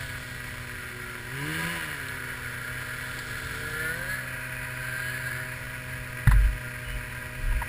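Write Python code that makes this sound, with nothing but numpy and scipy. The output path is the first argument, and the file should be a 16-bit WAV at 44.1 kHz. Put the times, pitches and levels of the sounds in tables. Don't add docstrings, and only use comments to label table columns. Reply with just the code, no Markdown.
import sys
import numpy as np
from scipy import signal
from scipy.fft import rfft, irfft
from scipy.io import wavfile

SR = 44100
rng = np.random.default_rng(int(sys.argv[2]) if len(sys.argv) > 2 else 0)


def wav_out(sig):
    wavfile.write(sys.argv[1], SR, np.round(np.clip(np.atleast_2d(sig).T, -1, 1) * 32767).astype(np.int16))


N = 338688
T = np.arange(N) / SR
HZ = np.fft.rfftfreq(N, 1 / SR)

# time_s, firing_hz
ENGINE_SPEED = [(0.0, 133.1), (0.06, 128.7), (0.25, 124.9), (1.24, 120.8), (1.3, 124.7), (1.5, 156.0),
                (1.73, 171.9), (2.01, 134.3), (2.14, 127.7), (2.48, 123.7), (3.51, 126.2), (3.78, 124.0),
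                (3.91, 126.3), (5.67, 126.1), (6.91, 122.8), (7.68, 125.6)]
# centre_hz, width_hz, gain_db
HOOD_MODES = [(580, 220, -13.5), (780, 48, -10.5), (988.4, 97, -2.5), (1140, 62, -10), (1248, 91, -4.5),
              (1454, 29, 4), (1619, 310, 4), (1912, 180, 1.5), (2230, 175, 0.5), (2190, 580, -8),
              (3002, 145, -6), (4300, 150, -14)]


def amp(db):
    return 10 ** (np.asarray(db) / 20)


def unit(x):
    return x / np.sqrt(np.mean(x ** 2) + 1e-20)


def curves(rows):
    times, *columns = np.transpose(rows)
    return [np.interp(T, times, column) for column in columns]


def bell(x, middle, width):
    return np.exp(-((x - middle) / width) ** 2)


def arch(start_s, length_s):
    return np.sqrt(np.maximum(1 - (2 * (T - start_s) / length_s - 1) ** 2, 0))


def slope(points):
    hz, db = np.transpose(points)
    return amp(np.interp(np.log(HZ + 1), np.log(hz), db))


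def bumps(modes):
    powers = (amp(2 * db) / (1 + ((HZ - hz) / (0.5 * width)) ** 2) ** 2 for hz, width, db in modes)
    return np.sqrt(sum(powers))


def colour(x, gain):
    cepstrum = irfft(np.log(np.maximum(gain, 1e-5)), N)
    cepstrum[1:N // 2] *= 2
    cepstrum[N // 2 + 1:] = 0
    return unit(irfft(rfft(x) * np.exp(rfft(cepstrum)), N))


def noise():
    return rng.standard_normal(N)


def drift(hz):
    step = 32
    white = rng.standard_normal(N // step + 1)
    lowpass = bell(np.fft.rfftfreq(len(white), step / SR), 0, hz)
    slow = irfft(rfft(white) * lowpass, len(white))
    return np.interp(np.arange(N) / step, np.arange(len(slow)), unit(slow))


def partial(turns, order):
    return np.cos(2 * np.pi * (order * turns + rng.random()))


def blows(turns, spread_db, jitter_s):
    at = np.flatnonzero(np.diff(np.floor(turns)) > 0)
    size, shift = rng.standard_normal((len(at), 2)).T
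    at = np.clip(at + np.round(shift * jitter_s * SR).astype(int), 0, N - 1)
    clicks = np.zeros(N)
    clicks[at] = amp(spread_db * np.clip(size, -2, 2))
    return unit(clicks)


def exhaust(turns, load):
    # order, idle_db, throttle_db, lean_db, head_db
    orders = [(1, -42.5, 10, -5, 2.5), (2, -54, 3.5, 0, -1.5), (3, -70, 4, 20, 11), (4, -57, -1, -6, -1),
              (5, -53, -7, -11.5, 2)]
    # time_s, lean (0-1)
    posture = [(0, 0.47), (.55, 0.4), (.95, 0.99), (1.9, 0.76), (2.3, 0.82), (2.7, 0.26), (3.6, 0.62),
               (4.4, .1), (6.7, 0.2)]
    pipe_hz, pipe_width_hz, pipe_db = 304.5, 22, 13
    firing_hz, = curves(ENGINE_SPEED)
    lean, = curves(posture)
    opening, head, burn = throttle(), head_turn(), drift(42)
    note = np.zeros(N)
    for order, idle_db, throttle_db, lean_db, head_db in orders:
        boom_db = pipe_db * bell(order * firing_hz, pipe_hz, pipe_width_hz)
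        db = idle_db + (throttle_db + boom_db) * opening + lean_db * lean + head_db * head
        flutter = 1 + 0.12 * burn + 0.13 * drift(41)
        note += amp(db) * flutter * partial(turns, order)
    halves = sum((1 + 0.6 * drift(14)) * partial(turns, k + .5) / np.sqrt(k + 1) for k in range(5))
    return np.sqrt(2) * (note + amp(-64.5 + 13.5 * load - 12 * head) * halves)


def machinery(turns, load):
    # freq_hz, gain_db
    panel_eq = [(120, -31), (200, -9.5), (420, -14), (850, -51), (1300, -49), (2000, -1), (2750, -8),
                (3500, -27), (4800, -45), (5600, -26)]
    # freq_hz, gain_db
    ahead_eq = [(1800, -15.5), (2600, -17), (3250, 3.5), (3500, 6.5), (3850, -1), (4250, 4.5), (5000, -3.5),
                (5700, -4.5)]
    # freq_hz, gain_db
    turned_eq = [(1800, -21), (2700, 10), (3300, 6), (4200, 1), (4700, 8), (5050, 5), (5350, -21),
                 (5700, -9)]
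    # time_s, level_db
    rattle_fader = [(0, -43.5), (.9, -50), (2.8, -47), (3.2, -43), (3.7, -43), (4.45, -51.5), (5.1, -46.5),
                    (5.7, -52), (7.68, -54)]
    rattle_db, = curves(rattle_fader)
    head = head_turn()
    first_piston = blows(turns / 2, spread_db=2.5, jitter_s=.00003)
    second_piston = blows(turns / 2 + .46, spread_db=4.5, jitter_s=.00005)
    slap = unit(first_piston + 1.08 * second_piston)
    loose = unit((rng.random(N) < 600 / SR) * noise())
    fan = 1 + 0.015 * np.cos(2 * np.pi * turns) + 0.034 * np.cos(np.pi * turns) + 0.26 * drift(93)
    puffs = unit(fan * noise())
    paths = rng.standard_normal(2048) * np.exp(-T[:2048] / .004)
    knocking = unit(signal.oaconvolve(slap, paths)[:N])
    strokes = .3 * slap + .4 * knocking + .4 * loose + .7 * puffs
    hood = colour(strokes, np.hypot(slope(panel_eq), bumps(HOOD_MODES)))
    glance_eq = bumps([(979, 45, -1.7), (2458, 160, 0.72)])
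    glance = amp(-6) * np.sin(np.pi * head) * colour(noise(), glance_eq)
    chatter = 0.33 * slap + 0.13 * loose + 0.8 * puffs + 0.98 * noise()
    rattle = (1 - head) * colour(chatter, slope(ahead_eq)) + head * colour(chatter, slope(turned_eq))
    return amp(-40.5 + 6.5 * load) * (hood + glance) + amp(rattle_db + 9 * load) * rattle


def frame_rumble():
    # freq_hz, gain_db
    rumble_eq = [(10, -7), (20, -13), (35, -5), (49, 2), (65, -6.5), (88, 0.5), (112, -4), (140, -8),
                 (175, -15), (260, -24.5), (380, -24), (500, -32), (1500, -53)]
    # time_s, level_db
    rumble_fader = [(0, -41.5), (1.0, -48.5), (1.7, -45.5), (2.3, -47), (3.8, -42.5), (4.2, -47.5),
                    (5.8, -44), (7.68, -42.5)]
    level_db, = curves(rumble_fader)
    return amp(level_db) * colour(noise(), slope(rumble_eq))


def clutch_rub(turns):
    out = np.zeros(N)
    for order, db in [(11.5, -51), (13, -51), (15.5, -55)]:
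        catch = unit(amp(5 * np.clip(drift(10), -2, 1.7)))
        chirp = unit(np.sin(2 * np.pi * order * turns + .9 * drift(60)))
        out += amp(db) * catch * chirp
    return out


def own_sled():
    idle_hz, full_load_hz, coast_share = 126, 162, 0.6
    firing_hz, = curves(ENGINE_SPEED)
    turns = np.cumsum(firing_hz * (1 + .003 * drift(14))) / SR
    revs = np.clip((firing_hz - idle_hz) / (full_load_hz - idle_hz), 0, 1)
    load = revs * (coast_share + (1 - coast_share) * throttle())
    rumble = frame_rumble()
    engine = exhaust(turns, load) + intake(turns, load) + machinery(turns, load)
    return rumble + engine + metal_ticks() + clutch_rub(turns) + belt_squeals()


def second_sled():
    # time_s, firing_hz
    speed = [(0, 152), (3.1, 155), (3.5, 149), (3.75, 154.5), (3.9, 161), (4.1, 185), (4.19, 191),
             (4.33, 177), (4.78, 170.5), (4.95, 174.5), (5.18, 190), (5.22, 174), (5.36, 189), (7.68, 180)]
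    # time_s, distance_m
    route = [(0, 40), (1.2, 13), (2.2, 5), (3.4, 5.23), (3.85, 3.4), (4.5, 8.1), (5.4, 9.9), (5.8, 17),
             (7.68, 42.9)]
    # order, gain_db
    pipe_orders = [(1, -2), (2, -9), (3, 1), (4, -9), (5, -18)]
    # freq_hz, gain_db
    whine_eq = [(1000, -27), (1300, -18), (1400, 0), (1750, 2), (1900, -14), (2100, -12), (2500, -28),
                (2950, -20), (3300, -30), (4250, -17), (5000, -34)]
    # middle_s, half_length_s, boost_db
    surges = [(3.87, 0.17, 11.5), (4.132, 0.067, 16), (5.045, 0.21, 12), (5.29, 0.079, 7.5)]
    # freq_hz, gain_db
    track_eq = [(900, -46), (1280, -8.5), (1400, 16.5), (1700, 18), (1850, 10.5), (2100, -16), (2450, -12),
                (3200, -47), (6000, -63)]
    firing_hz, = curves(speed)
    distance_m, = curves(route)
    turns = np.cumsum(firing_hz * (1 + .002 * drift(40))) / SR

    def rough_tone(order, depth):
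        return np.sqrt(2) * (1 + depth * drift(28)) * partial(turns, order)

    pipe = unit(sum(amp(db) * rough_tone(order, depth=.12) for order, db in pipe_orders))
    pipe_db = -41.5 + 11.5 * bell(T, 3.85, 0.4)
    whine = np.zeros(N)
    for order in range(7, 26):
        resonance_db = np.interp(order * firing_hz, *np.transpose(whine_eq))
        even_db = -11 * (order % 2 == 0)
        whine += amp(resonance_db + even_db) * rough_tone(order, depth=0.21)
    whine_db = -36 + sum(db * bell(T, middle_s, width_s) for middle_s, width_s, db in surges)
    whirr_phase = 2 * np.pi * 9.3 * turns
    whirr = unit(drift(70) * np.cos(whirr_phase) + drift(70) * np.sin(whirr_phase))
    track = unit(0.55 * colour(noise(), slope(track_eq)) + 0.45 * whirr)
    clatter = colour(noise(), bumps(HOOD_MODES))
    treble = amp(whine_db) * whine + amp(-29) * track + amp(-30) * clatter
    facing = amp(8.5 * head_turn())
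    return (amp(pipe_db) * pipe + facing * treble) / np.maximum(distance_m, 1)


def metal_ticks():
    # start_s, pitch_hz, gain_db
    ticks = [(0.063, 3400, -44), (2.085, 3900, -42), (3.19, 4100, -39)]
    out = np.zeros(N)
    t = T[:2048]
    for start_s, hz, db in ticks:
        ring = sum(np.sin(2 * np.pi * hz * rng.uniform(.88, 1.29) * t) for _ in range(4)) / 2
        out[round(start_s * SR):][:len(t)] += amp(db + 6) * ring * np.exp(-t / .005)
    return out


def throttle():
    start_s, open_s, hold_s, close_s = 1.248, 0.12, 0.31, 0.13
    return np.interp(T, start_s + np.cumsum([0, open_s, hold_s, close_s]), [0, 1, 1, 0])


def intake(turns, load):
    # centre_hz, width_hz, gain_db
    airbox_modes = [(560, 60, -14), (998, 56, 3.5), (1233, 36, 4), (1644, 160, 9), (2300, 120, -8),
                    (2870, 94, 4), (3033, 83, -2)]
    gulps = blows(turns, spread_db=2, jitter_s=.00003)
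    gulps += .25 * blows(turns / 2, spread_db=3, jitter_s=.00003)
    return amp(-37) * load ** 0.77 * colour(gulps + 0.071 * noise(), bumps(airbox_modes))


def head_turn():
    # time_s, turn (0-1)
    look = [(4.1, 0), (4.3, 0.28), (4.6, 0.37), (4.85, 0.8), (5.2, 0.76), (5.42, 1), (5.6, 0.05),
            (5.8, 0.2)]
    return np.clip(curves(look)[0], 0, 1)


def helmet_shade(sound):
    corner_hz, depth = 5230, .95
    top = irfft(rfft(sound) / (1 + (corner_hz / (HZ + 1)) ** 30), N)
    return sound - depth * head_turn() ** 2 * top


def belt_squeals():
    # start_s, length_s, pitch_hz, level_db
    squeals = [(5.029, 0.12, 2980, -50), (6.84, 0.14, 2940, -47.5)]
    sag_per_s = .1
    out = np.zeros(N)
    for start_s, length_s, hz, db in squeals:
        pitch_hz = hz * (1 - sag_per_s * (T - start_s - length_s / 2) + .012 * drift(120))
        squeal = unit(np.sin(2 * np.pi * np.cumsum(pitch_hz) / SR))
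        out += amp(db) * arch(start_s, length_s) * squeal
    return out


def helmet_rocking():
    # start_s, rise_s, hold_s, pitch_hz, level_db
    jolts = [(6.268, .008, 0.2, 48.7, -19), (6.8, 0.16, .01, 46, -31.5), (7.321, 0.19, .02, 34.6, -22.5),
             (7.52, 0.039, 0.011, 54, -26.5)]
    decay_s = 0.037
    scuff = colour(noise(), slope([(10, -13), (30, 12), (110, 1), (200, -26), (600, -64)]))
    out = np.zeros(N)
    for start_s, rise_s, hold_s, hz, db in jolts:
        t = np.maximum(T - start_s, 0)
        swing = np.minimum(t / rise_s, 1) ** 2 * np.exp(-np.maximum(t - rise_s - hold_s, 0) / decay_s)
        out += amp(db) * swing * (0.42 * scuff - np.sqrt(2) * np.sin(2 * np.pi * hz * t))
    return out


def shell_noise():
    # freq_hz, gain_db
    clack_eq = [(300, -31), (650, -18), (950, 6.5), (1220, -2.5), (1550, 8), (1920, 11), (2350, -24),
                (2750, -7), (3150, -22), (3650, -6), (4200, -17), (5600, -22)]
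    return colour(noise(), slope(clack_eq))


def helmet_knocks(shell):
    # start_s, thump_db, clack_db, clack_decay_s
    knocks = [(6.272, -13.5, -21.5, 0.0061), (6.293, -21, -33.5, 0.0039), (6.309, -33, -23, 0.012),
              (6.335, -24.5, -40, 0.0066)]
    # pitch_hz, gain_db, t60_s
    thump_modes = [(120.1, 5.5, 0.23), (83, -32, .09), (186, -45, 0.027)]
    out = np.zeros(N)
    for start_s, thump_db, clack_db, decay_s in knocks:
        t = np.maximum(T - start_s, 0)
        attack = 1 - np.exp(-t / .0015)
        thump = sum(amp(db - 60 * t / t60) * np.sin(2 * np.pi * hz * t) for hz, db, t60 in thump_modes)
        clack = shell * (2 * t / decay_s) * np.exp(1 - 2 * t / decay_s)
        out += amp(clack_db) * clack - amp(thump_db) * attack * thump
    return out


def helmet_creaks(shell):
    # start_s, length_s, slip_hz, level_db
    creaks = [(7.518, .016, 960, -41.5), (7.6162, .015, 975, -29.5)]
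    out = np.zeros(N)
    for start_s, length_s, slip_hz, db in creaks:
        slips = np.cumsum(slip_hz * (1 + 0.054 * drift(370))) / SR
        slipping = unit(sum(np.cos(2 * np.pi * k * slips) / k ** 2 for k in range(1, 4)))
        out += amp(db) * arch(start_s, length_s) * (slipping + .45 * shell)
    return out


def scene():
    sleds = helmet_shade(own_sled() + second_sled())
    wobble = helmet_rocking()
    shell = shell_noise()
    return (sleds + wobble + helmet_knocks(shell) + helmet_creaks(shell))[None]


def record(dry):
    hiss_db, guard_hz, camera_rate_hz, band_limit_hz = -47, 5750, 12000, 15350
    hissing = dry + amp(hiss_db) * noise()
    guarded = signal.oaconvolve(hissing, signal.firwin(141, guard_hz, fs=SR)[None], "same")
    coarse = signal.resample(guarded, round(N * camera_rate_hz / SR), axis=1)
    held = signal.resample(np.repeat(coarse, 4, axis=1), N, axis=1)
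    band_limit = signal.firwin(511, band_limit_hz, window=("kaiser", 9), fs=SR)
    return signal.oaconvolve(held, band_limit[None], "same")


dry = scene()
out = record(dry)
wav_out(out)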